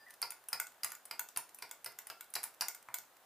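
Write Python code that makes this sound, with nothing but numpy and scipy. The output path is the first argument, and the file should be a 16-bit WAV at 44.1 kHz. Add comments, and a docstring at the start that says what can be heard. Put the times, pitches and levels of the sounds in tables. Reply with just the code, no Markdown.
"""Glass chinks and clatters against metal, about four times a second: a round flask full of liquid
is being rocked in its clamp on a lab stand. On each swing the glass chinks and knocks against the
clamp, the stand shudders, and the loose clamp taps back on the rod. Each of these hits is a broad
crack plus ringing modes. The grip squeaks once at the start, and the clatter rings briefly in a
small room over a low hiss."""
import sys
import numpy as np
from scipy import signal
from scipy.fft import rfft, irfft
from scipy.io import wavfile
from scipy.ndimage import uniform_filter1d

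SR = 44100
rng = np.random.default_rng(int(sys.argv[2]) if len(sys.argv) > 2 else 0)


def unload_wav(signal):
    """Save mono or channel-first audio to the path in sys.argv[1] as 16-bit WAV at rate SR, clipped to [-1, 1]."""
    wavfile.write(
        sys.argv[1],
        SR,
        np.round(np.clip(np.atleast_2d(signal).T, -1, 1) * 32767).astype(np.int16),
    )


N = 143325
SPAN = 16384  # samples given to one hit or to the room's tail

# Hit cues, levels relative within each layer: start_s, level_db, bass_db, middle_db, ring_db
FLASK_KNOCKS = [(0.2268,-40,6,3,3), (0.5292,-31.5,-2.5,-3,2.5), (0.833,-33,-6,-3,-1),
                (1.1103,-38.5,1.5,-1.5,-3), (1.3611,-42.5,4.5,2,-4), (1.6228,-43.5,5.5,4,-4),
                (1.8606,-38.5,1.5,-7.5,1.5), (2.0996,-45,8.5,2,-3.5), (2.3532,-32,-1.5,2,-9),
                (2.609,-31,-3,5.5,-5.5)]
CLAMP_TAPS = [(0.32,-51.5,0.5,-5,3), (0.5992,-31,-2.5,-9,-4.5), (0.668,-49.5,0,3.5,-6),
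              (0.9185,-41,3,-4,-8), (0.9505,-50.5,-6,-3,-0.5), (1.1938,-32.5,-3,-9.5,-4.5),
              (1.2873,-47.5,-0.5,0.5,-16), (1.7115,-41.5,0.5,-3.5,-5.5), (1.9875,-42.5,1,-1.5,-8),
              (2.2085,-45,-4,-2.5,-1.5), (2.6832,-34,-4,-5.5,-4), (2.7475,-44.5,-4,-3.5,-5.5),
              (2.9415,-33.5,-1,-5.5,-6), (2.985,-42.5,-2.5,1.5,-12)]
GLASS_CHINKS = [(0.106,-52.5,-3,5,3), (0.1385,-58,-2,8,5), (0.2165,-36,-3,2,1.5), (0.305,-41,-5,1.5,6.5),
                (0.4855,-40,-6,-6.5,5.5), (0.845,-29.5,-1.5,-1,-2.5), (0.903,-53,2,5,2),
                (1.0535,-47,-3.5,-2,1.5), (1.3728,-32.5,-6.5,-3,7), (1.491,-53.5,-1.5,4.5,-11),
                (1.5453,-45.5,-25,-10.5,-8), (1.5865,-51.5,2,-4,4), (1.844,-42,-3,1.5,1),
                (2.0695,-46.5,-1,3.5,5), (2.3018,-54.5,-18,-38,0), (2.338,-38.5,-6.5,0,0.5),
                (2.431,-40,-1,-6,-3), (2.438,-31.5,-6,-2,-3.5), (2.6185,-40,4.5,-11,7.5)]
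# Dull bumps of the stand: start_s, level_db
STAND_BUMPS = [(0.521,-58), (0.538,-51.5), (1.371,-42), (2.362,-39), (2.6202,-40), (2.886,-48.5)]
# The ring of each kind of hit, and the stand's low shudder: pitch_hz, energy_db, t60_s
KNOCK_RING = [(713, -28, 0.066), (932, -19, 0.051), (1140, -39, 0.17), (1376, -12.5, 0.14),
              (2134, -16.5, 0.034), (2450, -28, 0.02), (4080, -22.5, 0.1), (4592, -10, 0.024),
              (4780, -21, 0.015), (4830, -6.5, 0.023), (5076, -5, 0.017), (5180, -11, 0.0083)]
TAP_RING = [(890, -16, 0.036), (1370, -28, 0.029), (1478, -8, 0.04), (2140, -10.5, 0.02), (2234, -15, 0.24),
            (2664, -17, 0.064), (3454, -14, 0.026), (6970, -5.5, 0.017), (7334, -33, 0.059),
            (8600, -14.5, 0.033), (12540, -12, .03), (14150, -7.5, 0.013)]
CHINK_RING = [(2600, -22, .03), (9190, -11, .03), (9640, -10.5, .016), (9730, -9, .022), (10100, -17, .015),
              (10720, -19, .015), (11900, -18, .015), (12400, -20, .012)]
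STAND_RING = [(123.7, -14, 0.66), (129, -1.5, 0.086), (288, -2, 0.1), (355, -1.5, 0.16)]
# Tone of the crack on each kind of hit: frequency_hz, gain_db
KNOCK_EQ = [(30, -37), (100, -34), (300, -18), (600, -7.5), (950, 0.5), (2500, 0), (3500, -5.5),
            (4900, 4.5), (6300, -4.5), (12500, -0.5), (15500, -4.5)]
TAP_EQ = [(100, -39), (550, -21.5), (900, -3), (1600, -5), (3200, -9), (6000, -3), (7000, -0.5),
          (10700, -5.5), (13000, 0.5), (15500, -2)]
CHINK_EQ = [(100, -20.5), (500, -24), (850, -0.5), (2200, -1), (3400, -8.5), (5200, -5.5), (8000, -4),
            (9700, -5), (12500, -0.5), (15500, -5)]
BUMP_EQ = [(30, -24), (100, -12), (450, -9.5), (750, 11), (1050, 18), (1700, 9.5), (2400, 6), (4000, -8.5),
           (15000, -11)]
# Path of the grip's squeak: time_s, pitch_hz, level_db
SQUEAK_PATH = [(0.0, 1800, -69), (0.028, 1763, -66), (0.044, 1815, -68), (0.061, 1870, -75),
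               (0.066, 1945, -57.5), (0.082, 1956, -60), (0.090, 1765, -61), (0.108, 1807, -65),
               (0.125, 1780, -81)]
# The note the slipping grip draws from the glass: pitch_hz, peak_db, length_s
GLASS_NOTE = (4870, -67, .07)
# First echoes off the bench and walls: delay_s, gain_db
REFLECTIONS = [(.0025, -19), (.0095, -25), (0.0171, -19)]
# Decay of the reverb: frequency_hz, t60_s
REVERB_DECAY = [(100, 0.52), (1000, 0.23), (5000, 0.27), (15000, 0.18)]
# Tone of the reverb and of the hiss: frequency_hz, gain_db
REVERB_EQ = [(100, -3.5), (400, 8), (900, 2.5), (2000, -0.5), (5000, -2), (9000, -2.5), (15000, -2.5)]
HISS_EQ = [(25, -21), (100, -19.5), (250, -11.5), (770, -1.5), (1180, -4.5), (1580, -5), (2200, -11.5),
           (3500, -13), (5300, -17), (11500, -14.5), (15000, -12)]
# How alike left and right are, 1 being mono: frequency_hz, likeness
REVERB_IMAGE = [(100, 1), (1600, 0.97), (2800, 0.97), (5000, 0.51), (15000, 0.063)]
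HISS_IMAGE = [(60, 0.8), (950, .9), (3800, 0.49), (15000, 0.15)]

BASS_HZ, MIDDLE_HZ, TREBLE_HZ = 2240, 4730, 8600  # anchors of each hit's tone tilt
ATTACK_S, CHATTER_HOLD_S, CHATTER_GRIT_DB = 0.0011, 0.00053, 5
MODE_SPREAD_DB, RIPPLE_DB = 2.5, 3.5  # hit-to-hit variation of ring and crack
CRACK_WIDTH, MONO_BELOW_HZ = 0.6, 7600  # the crack's side gain, and where its image narrows
TICKS_PER_S, TICK_DB, TICK_SPREAD_DB = 13, -69, 3
STAND_DB, HISS_DB = -45, -64
SQUEAK_WOBBLE = 0.012  # rms share of the pitch
PREDELAY_S, REVERB_BUILD_S = 0.0015, 0.0055


def flask_knocks(room):
    """The flask knocks home in the clamp on each swing."""
    return contacts(FLASK_KNOCKS, KNOCK_EQ, KNOCK_RING, room,
                    crack_t60=0.024, gain_db=24, pan_db=-0.8, wet_db=0.5, ring_wet_db=-4)


def clamp_taps(room):
    """The loose clamp taps back on the metal rod."""
    return contacts(CLAMP_TAPS, TAP_EQ, TAP_RING, room,
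                    crack_t60=0.015, gain_db=25.5, pan_db=-0.5, wet_db=-0.64, ring_wet_db=-3)


def glass_chinks(room):
    """Light touches set off the glass's short, bright modes."""
    return contacts(GLASS_CHINKS, CHINK_EQ, CHINK_RING, room,
                    crack_t60=0.018, gain_db=24, pan_db=-1, wet_db=-0.5, ring_wet_db=-3.5)


def contacts(cues, crack_eq, modes, room, crack_t60, gain_db, pan_db, wet_db, ring_wet_db=0):
    """Each hit is a crack plus any ringing modes, tilted by how it lands and sent to the room."""
    buses = np.zeros((3, N + SPAN))
    side_highpass = signal.butter(2, MONO_BELOW_HZ, "high", fs=SR)
    for start_s, level_db, bass_db, middle_db, ring_db in cues:
        bursts = np.array([chatter(crack_t60), chatter(crack_t60)])
        crack, crack_side = colour(bursts, per_hz(crack_eq, SPAN) + ripple())
        ring = from_db(ring_db) * ringing(modes)
        side = CRACK_WIDTH * signal.lfilter(*side_highpass, crack_side)
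        send = crack + from_db(ring_wet_db) * ring
        hit = np.array([crack + ring, side, send])
        tilt_db = per_hz([(BASS_HZ, bass_db), (MIDDLE_HZ, middle_db), (TREBLE_HZ, 0)], SPAN)
        start = int(start_s * SR)
        buses[:, start:start + SPAN] += colour(hit, level_db + gain_db + tilt_db)
    mid, side, send = buses[:, :N]
    pan = from_db([[pan_db / 2], [-pan_db / 2]])
    return np.array([mid + side, mid - side]) * pan + reverb(send, room, wet_db)


def chatter(t60):
    """Surfaces meet in a brief flurry of uneven micro-impacts: even spectrum, unit energy."""
    t = np.arange(SPAN // 8) / SR
    envelope = np.minimum(t / ATTACK_S, 1) * from_db(-60 * np.maximum(t - CHATTER_HOLD_S, 0) / t60)
    grit = rng.standard_normal(len(t)) * from_db(CHATTER_GRIT_DB * rng.standard_normal(len(t)))
    spectrum = rfft(grit * envelope)
    contour = np.sqrt(uniform_filter1d(abs(spectrum) ** 2, size=24))
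    burst = irfft(spectrum / contour) * (envelope > from_db(-60))
    return np.pad(burst / np.linalg.norm(burst), (0, SPAN - len(t)))


def ripple():
    """The point of contact gives a crack its own peaks and dips, in dB, shallower in the bass."""
    heights_db = RIPPLE_DB * rng.standard_normal(56)
    hz = np.linspace(1, SR / 2, len(heights_db))  # about 400 Hz apart
    return per_hz(np.transpose([hz, heights_db * np.minimum(hz / BASS_HZ, 1)]), SPAN)


def ringing(modes):
    """Struck modes die away as sines; every hit excites them a little differently."""
    out = np.zeros(SPAN)
    for hz, energy_db, t60 in modes:
        t = np.arange(min(int(t60 * SR) + 2, SPAN)) / SR
        envelope = np.minimum(t / ATTACK_S, 1) * from_db(-60 * t / t60)
        mode = np.sin(2 * np.pi * (hz * t + rng.random())) * envelope
        strength = from_db(energy_db + MODE_SPREAD_DB * rng.standard_normal())
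        out[:len(t)] += strength * mode / np.linalg.norm(mode)
    return out


def stand_bumps(room):
    """The stand bumps dully: a dark crack with no ring."""
    cues = [(start_s, level_db, 0, 0, 0) for start_s, level_db in STAND_BUMPS]
    return contacts(cues, BUMP_EQ, [], room, crack_t60=0.016, gain_db=21, pan_db=0, wet_db=-2)


def stand_shudder():
    """Low-end weight: every knock, and the last bump, shakes the heavy stand about equally hard."""
    out = np.zeros(N + SPAN)
    for start_s, *_ in FLASK_KNOCKS + STAND_BUMPS[-1:]:
        start = int(start_s * SR)
        out[start:start + SPAN] += from_db(STAND_DB) * ringing(STAND_RING)
    return out[:N]


def grip_squeak():
    """The clamp's grip slips on the glass: one thin, wavering tone."""
    time_s, pitch_hz, level_db = np.transpose(SQUEAK_PATH)
    t = np.arange(N) / SR
    wobble = uniform_filter1d(rng.standard_normal(N), size=100)
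    pitch = np.interp(t, time_s, pitch_hz) * (1 + SQUEAK_WOBBLE * wobble / wobble.std())
    envelope = from_db(np.interp(t, time_s, level_db)) * (t < time_s[-1])
    return np.sqrt(2) * np.sin(2 * np.pi * np.cumsum(pitch) / SR) * envelope


def singing_glass():
    """A faint high note swells and fades as the grip begins to slip."""
    pitch_hz, peak_db, length_s = GLASS_NOTE
    t = np.arange(N) / SR
    swell = np.sin(np.pi * np.sqrt(np.minimum(t / length_s, 1)))
    return from_db(peak_db) * np.sin(2 * np.pi * pitch_hz * t) * swell


def fitting_ticks(room):
    """The fittings tick faintly at random moments."""
    slots = 60
    starts_s = rng.uniform(0, N / SR, slots)
    levels_db = rng.normal(TICK_DB, TICK_SPREAD_DB, slots)
    fires = rng.random(slots) < TICKS_PER_S * N / SR / slots
    cues = [(s, db, 0, 0, 0) for s, db in zip(starts_s[fires], levels_db[fires])]
    return contacts(cues, CHINK_EQ, [], room, crack_t60=0.014, gain_db=32.5, pan_db=-3, wet_db=-15)


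def small_room():
    """The room's response: a few early echoes and a dense tail that dies sooner in the treble."""
    t = np.arange(SPAN) / SR
    frame = 256
    _, frame_s, cells = signal.stft(stereo_noise(REVERB_EQ, REVERB_IMAGE, SPAN), SR, nperseg=frame)
    t60 = per_hz(REVERB_DECAY, frame)[:, None]
    equal_energy = np.sqrt(2 * np.log(1000) / (t60 * SR))  # longer decays start quieter
    _, tail = signal.istft(cells * from_db(-60 * frame_s / t60) * equal_energy, SR)
    response = tail[:, :SPAN] * np.clip((t - PREDELAY_S) / REVERB_BUILD_S, 0, 1)
    for delay_s, gain_db in REFLECTIONS:
        response[:, int(delay_s * SR)] += from_db(gain_db)
    return response


def reverb(send, room, wet_db):
    """The room's stereo return for a mono send."""
    return from_db(wet_db) * signal.fftconvolve(send[None], room, axes=1)[:, :N]


def room_hiss():
    """A quiet, steady bed of room noise."""
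    noise = stereo_noise(HISS_EQ, HISS_IMAGE, N)
    return from_db(HISS_DB) * noise / noise.std()


def stereo_noise(eq, image, size):
    """Coloured noise, narrow in the bass and wide at the top."""
    mid, side = rfft(rng.standard_normal((2, size)))
    likeness = np.clip(per_hz(image, size), 0, 0.995)
    left_right = np.sqrt((1 + likeness) / 2) * mid + np.sqrt((1 - likeness) / 2) * side * [[1], [-1]]
    return irfft(left_right * from_db(per_hz(eq, size)), size)


def colour(x, gain_db):
    """Minimum-phase EQ with a gain for each bin, so nothing rings ahead of the attack."""
    cepstrum = irfft(gain_db * np.log(10) / 20)
    cepstrum[1:SPAN // 2] *= 2
    cepstrum[SPAN // 2 + 1:] = 0
    return irfft(rfft(x, SPAN) * np.exp(rfft(cepstrum)))


def per_hz(points, size):
    """Draw a curve through (frequency_hz, value) points across the bins of a spectrum."""
    hz, value = np.transpose(points)
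    return np.interp(np.log(np.fft.rfftfreq(size, 1 / SR) + 1), np.log(hz), value)


def from_db(db):
    """Decibels to gain."""
    return 10 ** (np.asarray(db) / 20)


def scene():
    """The clatter and the centred shudder, squeak and glass note share one room, over the hiss."""
    room, hiss = small_room(), room_hiss()
    clatter = flask_knocks(room) + clamp_taps(room) + glass_chinks(room) + stand_bumps(room)
    tones = stand_shudder() + grip_squeak() + singing_glass()
    return clatter + tones + reverb(tones, room, wet_db=-1.5) + fitting_ticks(room) + hiss


def record(dry):
    """A steep low-pass takes off the very top."""
    stopband_hz = 15800
    return signal.sosfilt(signal.cheby2(14, 50, stopband_hz, fs=SR, output="sos"), dry)


dry = scene()
out = record(dry)
unload_wav(out)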